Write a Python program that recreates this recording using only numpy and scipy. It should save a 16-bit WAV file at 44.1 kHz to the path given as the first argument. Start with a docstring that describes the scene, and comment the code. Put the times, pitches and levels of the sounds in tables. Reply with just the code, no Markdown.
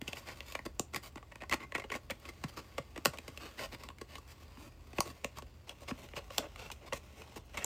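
"""Hands work the lid of a small cardboard box open, close up in a quiet room with a low, wavering hum.
From the start palms rustle on the walls, nails catch and flaps snap free as bursts of tiny fractures.
Between the snaps card scrapes on card in strokes of stick and slip; snaps crowd together around
1.5-1.8 s and the hardest crack falls just after 3 s. All slips are filtered by the box's panels, whose
resonances change strength once the flap is out at 5.6 s; a soft room tail follows every sound."""
import sys
import numpy as np
from scipy import signal
from scipy.fft import rfft, irfft
from scipy.io import wavfile
from scipy.ndimage import uniform_filter1d

SR = 44100
rng = np.random.default_rng(int(sys.argv[2]) if len(sys.argv) > 2 else 0)


def materialize(psi):
    """Save the field psi as 16-bit PCM at rate SR to the path in sys.argv[1].

    A 1-D psi becomes a single channel; in a 2-D psi each row is a channel.
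    """
    bounded = np.clip(np.atleast_2d(psi).T, -1, 1)
    quanta = np.round(bounded * 32767).astype(np.int16)
    wavfile.write(sys.argv[1], SR, quanta)


N = 337355


def amp(db):
    """Decibels to gain."""
    return 10 ** (np.asarray(db) / 20)


def unit(x):
    """Scales to rms 1."""
    return x / np.sqrt(np.mean(x ** 2) + 1e-20)


def read(points, hz):
    """Reads a table of (Hz, value) on a log-frequency axis."""
    f, value = np.transpose(points)
    return np.interp(np.log(hz + 1), np.log(f + 1), value)


def add(mix, s, sound):
    """Mixes a sound in at time s in seconds."""
    part = mix[max(round(s * SR), 0):][:len(sound)]
    part += sound[:len(part)]


def drift(count, rate):
    """Random wander: straight lines between normal random points, rate points a second."""
    knots = np.arange(count) * rate / SR
    points = rng.standard_normal(int(knots[-1]) + 2)
    return np.interp(knots, np.arange(len(points)), points)


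def phased(gain_db):
    """Causal (minimum-phase) spectrum with the given gain in each bin."""
    log_gain = np.log(amp(np.concatenate([gain_db, gain_db[-2:0:-1]])))
    return np.exp(np.conj(signal.hilbert(log_gain)))[:len(gain_db)]


# Still air of the room, a spectral shape. Each row: frequency in Hz, relative density in dB per Hz.
AIR = [(20, -38), (32, -54), (44, 6.5), (62, 3), (76, 2.5), (100, -2.5), (122, -11), (165, -10.5),
       (400, -17), (1100, -27.5), (2000, -36.5), (5000, -40.5), (9500, -49.5), (16000, -42)]
AIR_DB = -57.5  # rms of the air, dB
# Steady tones of the hum. Each row: frequency in Hz, rms level in dB.
HUM = [(75, -62), (120, -66.5)]


def background(waver_rad=0.34):
    """Ventilation rumble and faint hiss from shaped noise, under hum tones whose phase wavers."""
    t, hz = np.arange(N) / SR, np.fft.rfftfreq(N, 1 / SR)
    noise = rfft(rng.standard_normal(N))
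    air = unit(irfft(noise * amp(read(AIR, hz)), N))
    hum = np.zeros(N)
    for f, db in HUM:
        phase = 2 * np.pi * f * t + waver_rad * drift(N, rate=8.3)
        hum += amp(db) * unit(np.sin(phase))
    return amp(AIR_DB) * air + hum


def slips(count, rate, spread_db):
    """Random train of tiny slips, rate a second, a few far larger than the rest."""
    sizes = amp(spread_db * np.minimum(rng.exponential(1, count), 4))
    happens = rng.random(count) < rate / SR
    return unit(sizes * rng.choice([-1, 1], count) * happens)


def stutter(count, rate, grip_time, depth):
    """Stick and slip: the edge lets go at uneven moments and slides briefly until it grips again."""
    gaps, sizes = rng.uniform(.3, 1.7, (2, 200))
    starts = np.cumsum(gaps) / rate
    t = np.arange(count) / SR + starts[0]
    last = np.searchsorted(starts, t, "right") - 1
    return 1 + depth * sizes[last] * np.exp(-(t - starts[last]) / grip_time)


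# Resonances of the box's panels.
# Each row: frequency in Hz, width in Hz, lift while shut in dB, lift once open in dB.
PANELS = [(280, 210, 10, 2), (565.5, 167, 7.5, 7), (890, 356, 5.5, 9), (1112, 130, 12.5, 8.5),
          (1417, 130, 5, 4.5), (1862, 34, 7.5, 2), (2055, 360, 4.5, 3.5), (2680, 770, 4.5, 7.5),
          (4690, 520, 5, -4), (7100, 1600, 3.5, 2), (13000, 20000, 4.5, -8)]
OPENS_AT = 5.6  # s, the flap comes out
# Colour of breaking and slipping fibres. Each row: frequency in Hz, gain in dB.
FIBRES = [(30, -11.5), (110, 1.5), (300, -1), (700, 3.5), (1500, 4.5), (3500, 5), (8300, 0), (9800, -5),
          (12500, -4.5), (15000, 0), (16500, -37.5)]


def box(s, ripple_db, ring_hz, ring_db, ring_q=2.9, damping_hz=80, ripple_hz=150, grip=0.026,
        bass_lag_s=0.01384, lag_hz=260, size=4096):
    """Response to one slip at time s: panel resonances, finer ones that vary by spot, and a ringing part."""
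    hz = np.fft.rfftfreq(size, 1 / SR)
    f, width, shut_db, open_db = np.transpose(PANELS)[:, :, None]
    f = f * (1 + grip * rng.standard_normal(f.shape))  # the pitches shift from one response to the next
    lift_db = shut_db if s < OPENS_AT else open_db
    panels = (lift_db / (1 + (2 * (hz - f) / width) ** 2)).sum(0)
    ring_width = ring_hz / ring_q + damping_hz
    ring = ring_db / (1 + (2 * (hz - ring_hz) / ring_width) ** 2)
    spot = np.interp(hz / ripple_hz, np.arange(len(hz)), rng.standard_normal(len(hz)))
    gain_db = read(FIBRES, hz) + panels + ring + ripple_db * spot
    # low bending waves travel slowly, so the thump trails the crack
    lag = bass_lag_s / (1 + (hz / lag_hz) ** 2)
    lag_phase = 2 * np.pi * np.cumsum(lag) * hz[1]
    return irfft(phased(gain_db) * np.exp(-1j * lag_phase))


# Limits between the low, middle and high bands, in Hz.
BAND_EDGES_HZ = (700, 3500)
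# Points where the tilt is set, in Hz: low, middle twice, high twice, top octave.
BAND_CENTRES_HZ = (450, 950, 2700, 4700, 8500, 12000)


def voiced(x, levels_db, seconds, top_db, sheen=0.62, sheen_knee_db=-5, size=2048):
    """Tilts a sound toward a level per band; the more its hiss stands out, the more top octave."""
    power = abs(rfft(x)) ** 2 * 2 / len(x) / (seconds * SR)
    band = np.digitize(np.fft.rfftfreq(len(x), 1 / SR), BAND_EDGES_HZ)
    present_db = 10 * np.log10(np.bincount(band, power) + 1e-20)
    low, middle, high = levels_db - present_db
    sharpness_db = levels_db[2] - levels_db[1] - sheen_knee_db
    top = high + top_db + sheen * np.clip(sharpness_db, -5, 5)
    points = list(zip(BAND_CENTRES_HZ, (low, middle, middle, high, high, top)))
    tilt_db = read(points, np.fft.rfftfreq(size, 1 / SR))
    return signal.fftconvolve(x, irfft(phased(tilt_db)))


# How firmly the skin slides on the walls. 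Each row: time in seconds, level in dB.
RUSTLE = [(0, -57.5), (0.55, -64.5), (0.73, -72.5), (2.05, -70.5), (2.55, -62.5), (2.9, -67.5),
          (3.52, -61.5), (3.96, -72), (4.601, -64), (4.77, -71), (4.98, -63), (5.58, -71.5), (5.85, -66),
          (6.55, -64.5), (6.85, -68.5), (7.33, -62), (7.45, -71.5), (7.6, -56.5)]


def rustle(body_db=-1, rasp_db=0, hiss_db=-4.0, edge_hz=4900, edge_db=3, count=60):
    """Fingers shift from spot to spot on the walls: overlapping rubs of fine, stuttering slips."""
    out, hop = np.zeros(N), N // count
    for s in np.arange(count) * hop / SR:
        pressure = signal.windows.cosine(2 * hop) * stutter(2 * hop, rate=35, grip_time=.004, depth=1)
        force = pressure * slips(2 * hop, rate=7000, spread_db=2.5)
        rub = signal.fftconvolve(force, box(s, ripple_db=2.0, ring_hz=edge_hz, ring_db=edge_db))
        add(out, s, voiced(rub, np.array([body_db, rasp_db, hiss_db]), hop / SR, top_db=-1.5))
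    firmness_db = np.interp(np.arange(N) / SR, *np.transpose(RUSTLE))
    return out * amp(firmness_db)


def fractures(swell, rate, spread_db, size=96):
    """A burst of slips under a swell, its spectrum evened out as for very short breaks."""
    spectrum = rfft(slips(len(swell), rate, spread_db) * swell)
    colour_db = 10 * np.log10(abs(uniform_filter1d(abs(spectrum) ** 2, size)) + 1e-9)
    return irfft(spectrum * phased(-colour_db))


# Snaps of creases and flaps. Each row: time in seconds, crack at 700-3500 Hz in dB,
# edge above 3500 Hz in dB relative to the crack, crumbling time in seconds, part that rings.
SNAPS = [(0.016, -44.5, -7.5, 0.00026, "wall"), (0.079, -39.5, -5.5, 0.0056, "rim"),
         (0.131, -41, -7.5, 0.0029, "rim"), (0.17, -47.5, -16, 0.0034, "rim"),
         (0.287, -45, -8, 0.006, "tab"), (0.406, -44.5, -7, 0.0004, "rim"),
         (0.523, -50.5, 0, 0.0012, "rim"), (0.552, -36, -10.5, 0.0027, "crease"),
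         (0.5914, -44, -15, 0.0013, "tab"), (0.663, -47, -8, 0.001, "wall"),
         (0.7962, -39.5, 6, 0.00042, "hanger"), (0.9456, -38.5, -6.5, .002, "tab"),
         (0.961, -37.5, -2.5, 0.0031, "tab"), (1.158, -49.5, -8, 0.0021, "wall"),
         (1.228, -53.5, -19, .002, "flap"), (1.357, -50, -8.5, 0.00085, "crease"),
         (1.421, -48.5, -12, 0.0009, "wall"), (1.436, -47.5, -16, 0.0018, "flap"),
         (1.4965, -44, -3, 0.00059, "tab"), (1.513, -37, -10, 0.0034, "crease"),
         (1.526, -30.5, -11, 0.0011, "tab"), (1.535, -34, -7.5, 0.00082, "flap"),
         (1.542, -39.5, -2, 0.0018, "crease"), (1.722, -43, -15, .002, "tab"),
         (1.75, -32, -13.5, 0.005, "tab"), (1.757, -37.5, -15, 0.0036, "tab"),
         (1.78, -43, -10, 0.0041, "lid"), (1.798, -43.5, -10, 0.0046, "tab"),
         (1.82, -48, -17, 0.0024, "tab"), (1.84, -46.5, -16, 0.0062, "lid"),
         (1.902, -43.5, -13, 0.0016, "rim"), (1.9181, -36.5, -12.5, 0.0051, "tab"),
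         (1.939, -40, -14, 0.0064, "tab"), (1.952, -44, -9, 0.0019, "lid"),
         (2.1, -41.5, -13, 0.0035, "lid"), (2.111, -39, -14, 0.0044, "tab"),
         (2.254, -51.5, -7, 0.0032, "rim"), (2.289, -45.5, -7, 0.006, "tab"),
         (2.4389, -40, -7.5, 0.0042, "cavity"), (2.7815, -38, -9.5, 0.0023, "lid"),
         (2.786, -45.5, -11, 0.0018, "cavity"), (2.961, -46.5, -12, .004, "lid"),
         (2.977, -46, -7.5, 0.0039, "wall"), (3.0517, -40.5, 4.5, 0.001, "lid"),
         (3.057, -25, -3, 0.0011, "crease"), (3.0676, -43, 1, 0.00092, "cavity"),
         (3.134, -46.5, -8.5, 0.016, "lid"), (3.174, -56, -3, 0.0011, "rim"),
         (3.1858, -45, -5, 0.0018, "rim"), (3.2802, -48, -3, 0.0051, "wall"),
         (3.3751, -47, -4, 0.0015, "rim"), (3.592, -42.5, -16, 0.0026, "tab"),
         (3.836, -49, -4.5, 0.0025, "tab"), (3.888, -48, -6, 0.0012, "rim"),
         (3.902, -49.5, -18, 0.0036, "flap"), (3.985, -57, -5.5, 0.0033, "tab"),
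         (4.014, -47.5, -4.5, .003, "wall"), (4.155, -47.5, -4, 0.0027, "rim"),
         (4.183, -50.5, -6.5, 0.0036, "flap"), (4.572, -57, -30, 0.0017, "bottom"),
         (4.932, -55, -8, 0.0035, "wall"), (4.9847, -34, -14, 0.0028, "wall"),
         (5.0055, -30.5, -0.5, 0.00077, "flap"), (5.2456, -36, -6, 0.00078, "lid"),
         (5.386, -46, -5.5, 0.0015, "flap"), (5.423, -54, -6, 0.0028, "wall"),
         (5.694, -47.5, -1.5, 0.0015, "rim"), (5.912, -42, -32, 0.0024, "bottom"),
         (6.088, -57.5, -5, 0.0014, "rim"), (6.136, -50, -26, 0.0014, "lid"),
         (6.1655, -42.5, -14.5, 0.015, "lid"), (6.305, -48, -10, .002, "lid"),
         (6.3819, -32, 2, 0.0026, "crease"), (6.389, -47, -23, 0.0037, "bottom"),
         (6.56, -50, -7.5, .0015, "crease"), (6.702, -46, -12, 0.0016, "flap"),
         (6.716, -47.5, 2.5, .006, "rim"), (6.925, -37.5, -18, 0.0033, "lid"),
         (6.9325, -38, -5.5, 0.0042, "lid"), (7.219, -51.5, -10, 0.0017, "rim"),
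         (7.543, -47, -10, 0.015, "lid"), (7.573, -37.5, -7.5, .0057, "tab"),
         (7.6445, -44.5, 11.5, 0.00063, "wall")]
SNAP_SPAN = .01  # s, snap levels are rms over this long
# Parts of the box that a snap sets ringing. Each entry: pitch in Hz, sharpness Q, resonance in dB,
# thump under 700 Hz in dB relative to the crack.
PARTS = {"hanger": (7800, 2.7, 15, 6.9), "rim": (2653, 1.5, 15.5, -3.5), "tab": (2091, 5, 13.5, -6),
         "crease": (1048, 4.5, 2.5, -6), "flap": (981, 2, 14.5, -7.5), "lid": (552, 4.5, 9.5, 1.2),
         "wall": (313, 4.3, 7.7, 4.7), "bottom": (264, 4.8, 17, 6.8), "cavity": (150, 3.5, 21.7, 5)}
GRIP_DETUNE = 0.023  # share by which the grip can raise a part's pitch; it can lower it by 1.1 times this


def snaps(strain_db=-7, strain_time=0.0026, brittle_time=0.004, size=4096, lead=512):
    """A crease creaks under strain, gives way in a burst of fractures, and the freed part rings briefly."""
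    out, t = np.zeros(N), (np.arange(size) - lead) / SR
    for s, crack, edge, crumbling, part in SNAPS:
        pitch, q, resonance_db, thump = PARTS[part]
        pitch = pitch * (1 + GRIP_DETUNE * rng.uniform(-1.1, 1))
        # a brittle snap spends itself in its first fracture, with little warning
        first = np.exp(-crumbling / brittle_time)
        strain = amp(strain_db) * (1 - first) * np.exp(-abs(t) / strain_time)
        crumble = np.exp(-abs(t) / max(crumbling, 1 / SR))
        swell = np.where(t < 0, strain, crumble)
        force = first * (t == 0) + fractures(swell, rate=12000, spread_db=3.5)
        response = box(s, ripple_db=3.0, ring_hz=pitch, ring_db=resonance_db, ring_q=q)
        knock = signal.fftconvolve(force, response)[:size]
        add(out, s + t[0], voiced(knock, crack + np.array([thump, 0, edge]), SNAP_SPAN, top_db=-3.5))
    return out


# Strokes of one surface over another.
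# Each row: start in seconds, end in seconds, rasp at 700-3500 Hz in dB, what slides.
SCRAPES = [(0.067, 0.104, -60, "nail"), (0.145, 0.208, -56, "nail"), (0.249, 0.351, -54.5, "card"),
           (0.35, 0.4, -65, "nail"), (0.447, 0.555, -58.5, "nail"), (0.65, 0.67, -49.5, "thumb"),
           (0.924, 0.991, -51.5, "card"), (1.014, 1.1, -57, "nail"), (1.169, 1.186, -51, "crease"),
           (1.313, 1.33, -53, "crease"), (1.399, 1.449, -54, "crease"), (1.514, 1.551, -35.5, "crease"),
           (1.588, 1.661, -51, "crease"), (1.743, 1.814, -69, "crease"), (1.904, 1.988, -50.5, "card"),
           (2.103, 2.114, -45, "nail"), (2.205, 2.323, -60, "card"), (2.479, 2.504, -58, "nail"),
           (2.559, 2.611, -49.5, "card"), (3.388, 3.506, -54.5, "card"), (3.562, 3.676, -47.5, "card"),
           (3.713, 3.76, -51.5, "card"), (3.765, 3.889, -61, "card"), (4.069, 4.201, -60, "card"),
           (4.264, 4.343, -63, "nail"), (4.39, 4.456, -69.5, "nail"), (4.565, 4.705, -63.5, "thumb"),
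           (4.949, 5.025, -61, "nail"), (5.037, 5.13, -55.5, "thumb"), (5.352, 5.405, -54.5, "card"),
           (5.663, 5.738, -59, "card"), (5.794, 5.849, -61.5, "thumb"), (5.87, 5.921, -48, "card"),
           (5.952, 6.084, -61.5, "thumb"), (6.15, 6.2, -48.5, "card"), (6.303, 6.39, -58.5, "nail"),
           (6.377, 6.497, -56, "flap"), (6.557, 6.704, -55, "card"), (6.803, 6.862, -65, "flap"),
           (6.855, 6.892, -56, "card"), (6.929, 6.991, -55.5, "nail"), (7.15, 7.245, -64, "thumb"),
           (7.353, 7.388, -53, "thumb"), (7.569, 7.602, -48.5, "card"), (7.588, 7.649, -50, "crease")]
# What slides in a scrape. Each entry: body under 700 Hz in dB relative to the rasp,
# hiss over 3500 Hz in dB relative to the rasp, ring in Hz, ring in dB.
CONTACTS = {"nail": (-6.5, -1, 4700, 3.5), "card": (-0.5, -5, 4700, 5.5), "crease": (-4, -14, 2000, 6),
            "thumb": (5, -3, 292, 7.5), "flap": (10, -15, 655, 10)}


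def scrapes(catches_per_s=120, grip_time=0.00065, catch_depth=1.14, uneven_db=2):
    """Strokes of fine slips swell and fade, bunching each time the edge lets go and rings."""
    out = np.zeros(N)
    for start, end, level, contact in SCRAPES:
        body, hiss, edge_hz, edge_db = CONTACTS[contact]
        count = max(round((end - start) * SR), 256)
        pressure = signal.windows.tukey(count, .6) * stutter(count, catches_per_s, grip_time, catch_depth)
        pressure = pressure * amp(uneven_db * drift(SR, rate=70)[:count])  # the hand presses unevenly
        force = pressure * slips(SR // 4, rate=8600, spread_db=4.5)[:count]
        rasp = signal.fftconvolve(force, box(start, ripple_db=3.0, ring_hz=edge_hz, ring_db=edge_db))
        add(out, start, voiced(rasp, level + np.array([body, 0, hiss]), count / SR, top_db=-1.5))
    return out


# Decay of the room. Each row: frequency in Hz, time to fall by 60 dB in seconds.
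ROOM = [(100, 0.13), (600, 0.16), (3000, 0.14), (8000, 0.16), (16000, 0.1)]


def room(x, wet_db=-15, gap_s=0.0072, size=22050):
    """Soft tail of a carpeted room: noise after a short gap, each band dying at its own speed."""
    taps = rng.standard_normal(size) * (np.arange(size) > gap_s * SR)
    hz, t, z = signal.stft(taps, SR, nperseg=256)
    decay = amp(-60 * t / read(ROOM, hz)[:, None])
    tail = signal.istft(z * decay, SR, nperseg=256)[1]
    return amp(wet_db) * signal.oaconvolve(x, tail / np.linalg.norm(tail))[:N]


def scene():
    """The box in the hands, its room tail and the background."""
    handling = rustle() + snaps() + scrapes()
    return (handling + room(handling) + background())[None]


CUTOFF_HZ = 16300


def record(dry):
    """Band limit: a steep low-pass takes away the highest treble."""
    lowpass = signal.firwin(401, CUTOFF_HZ, window=("kaiser", 8), fs=SR)
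    return signal.oaconvolve(dry, lowpass[None], "same")


dry = scene()
out = record(dry)
materialize(out)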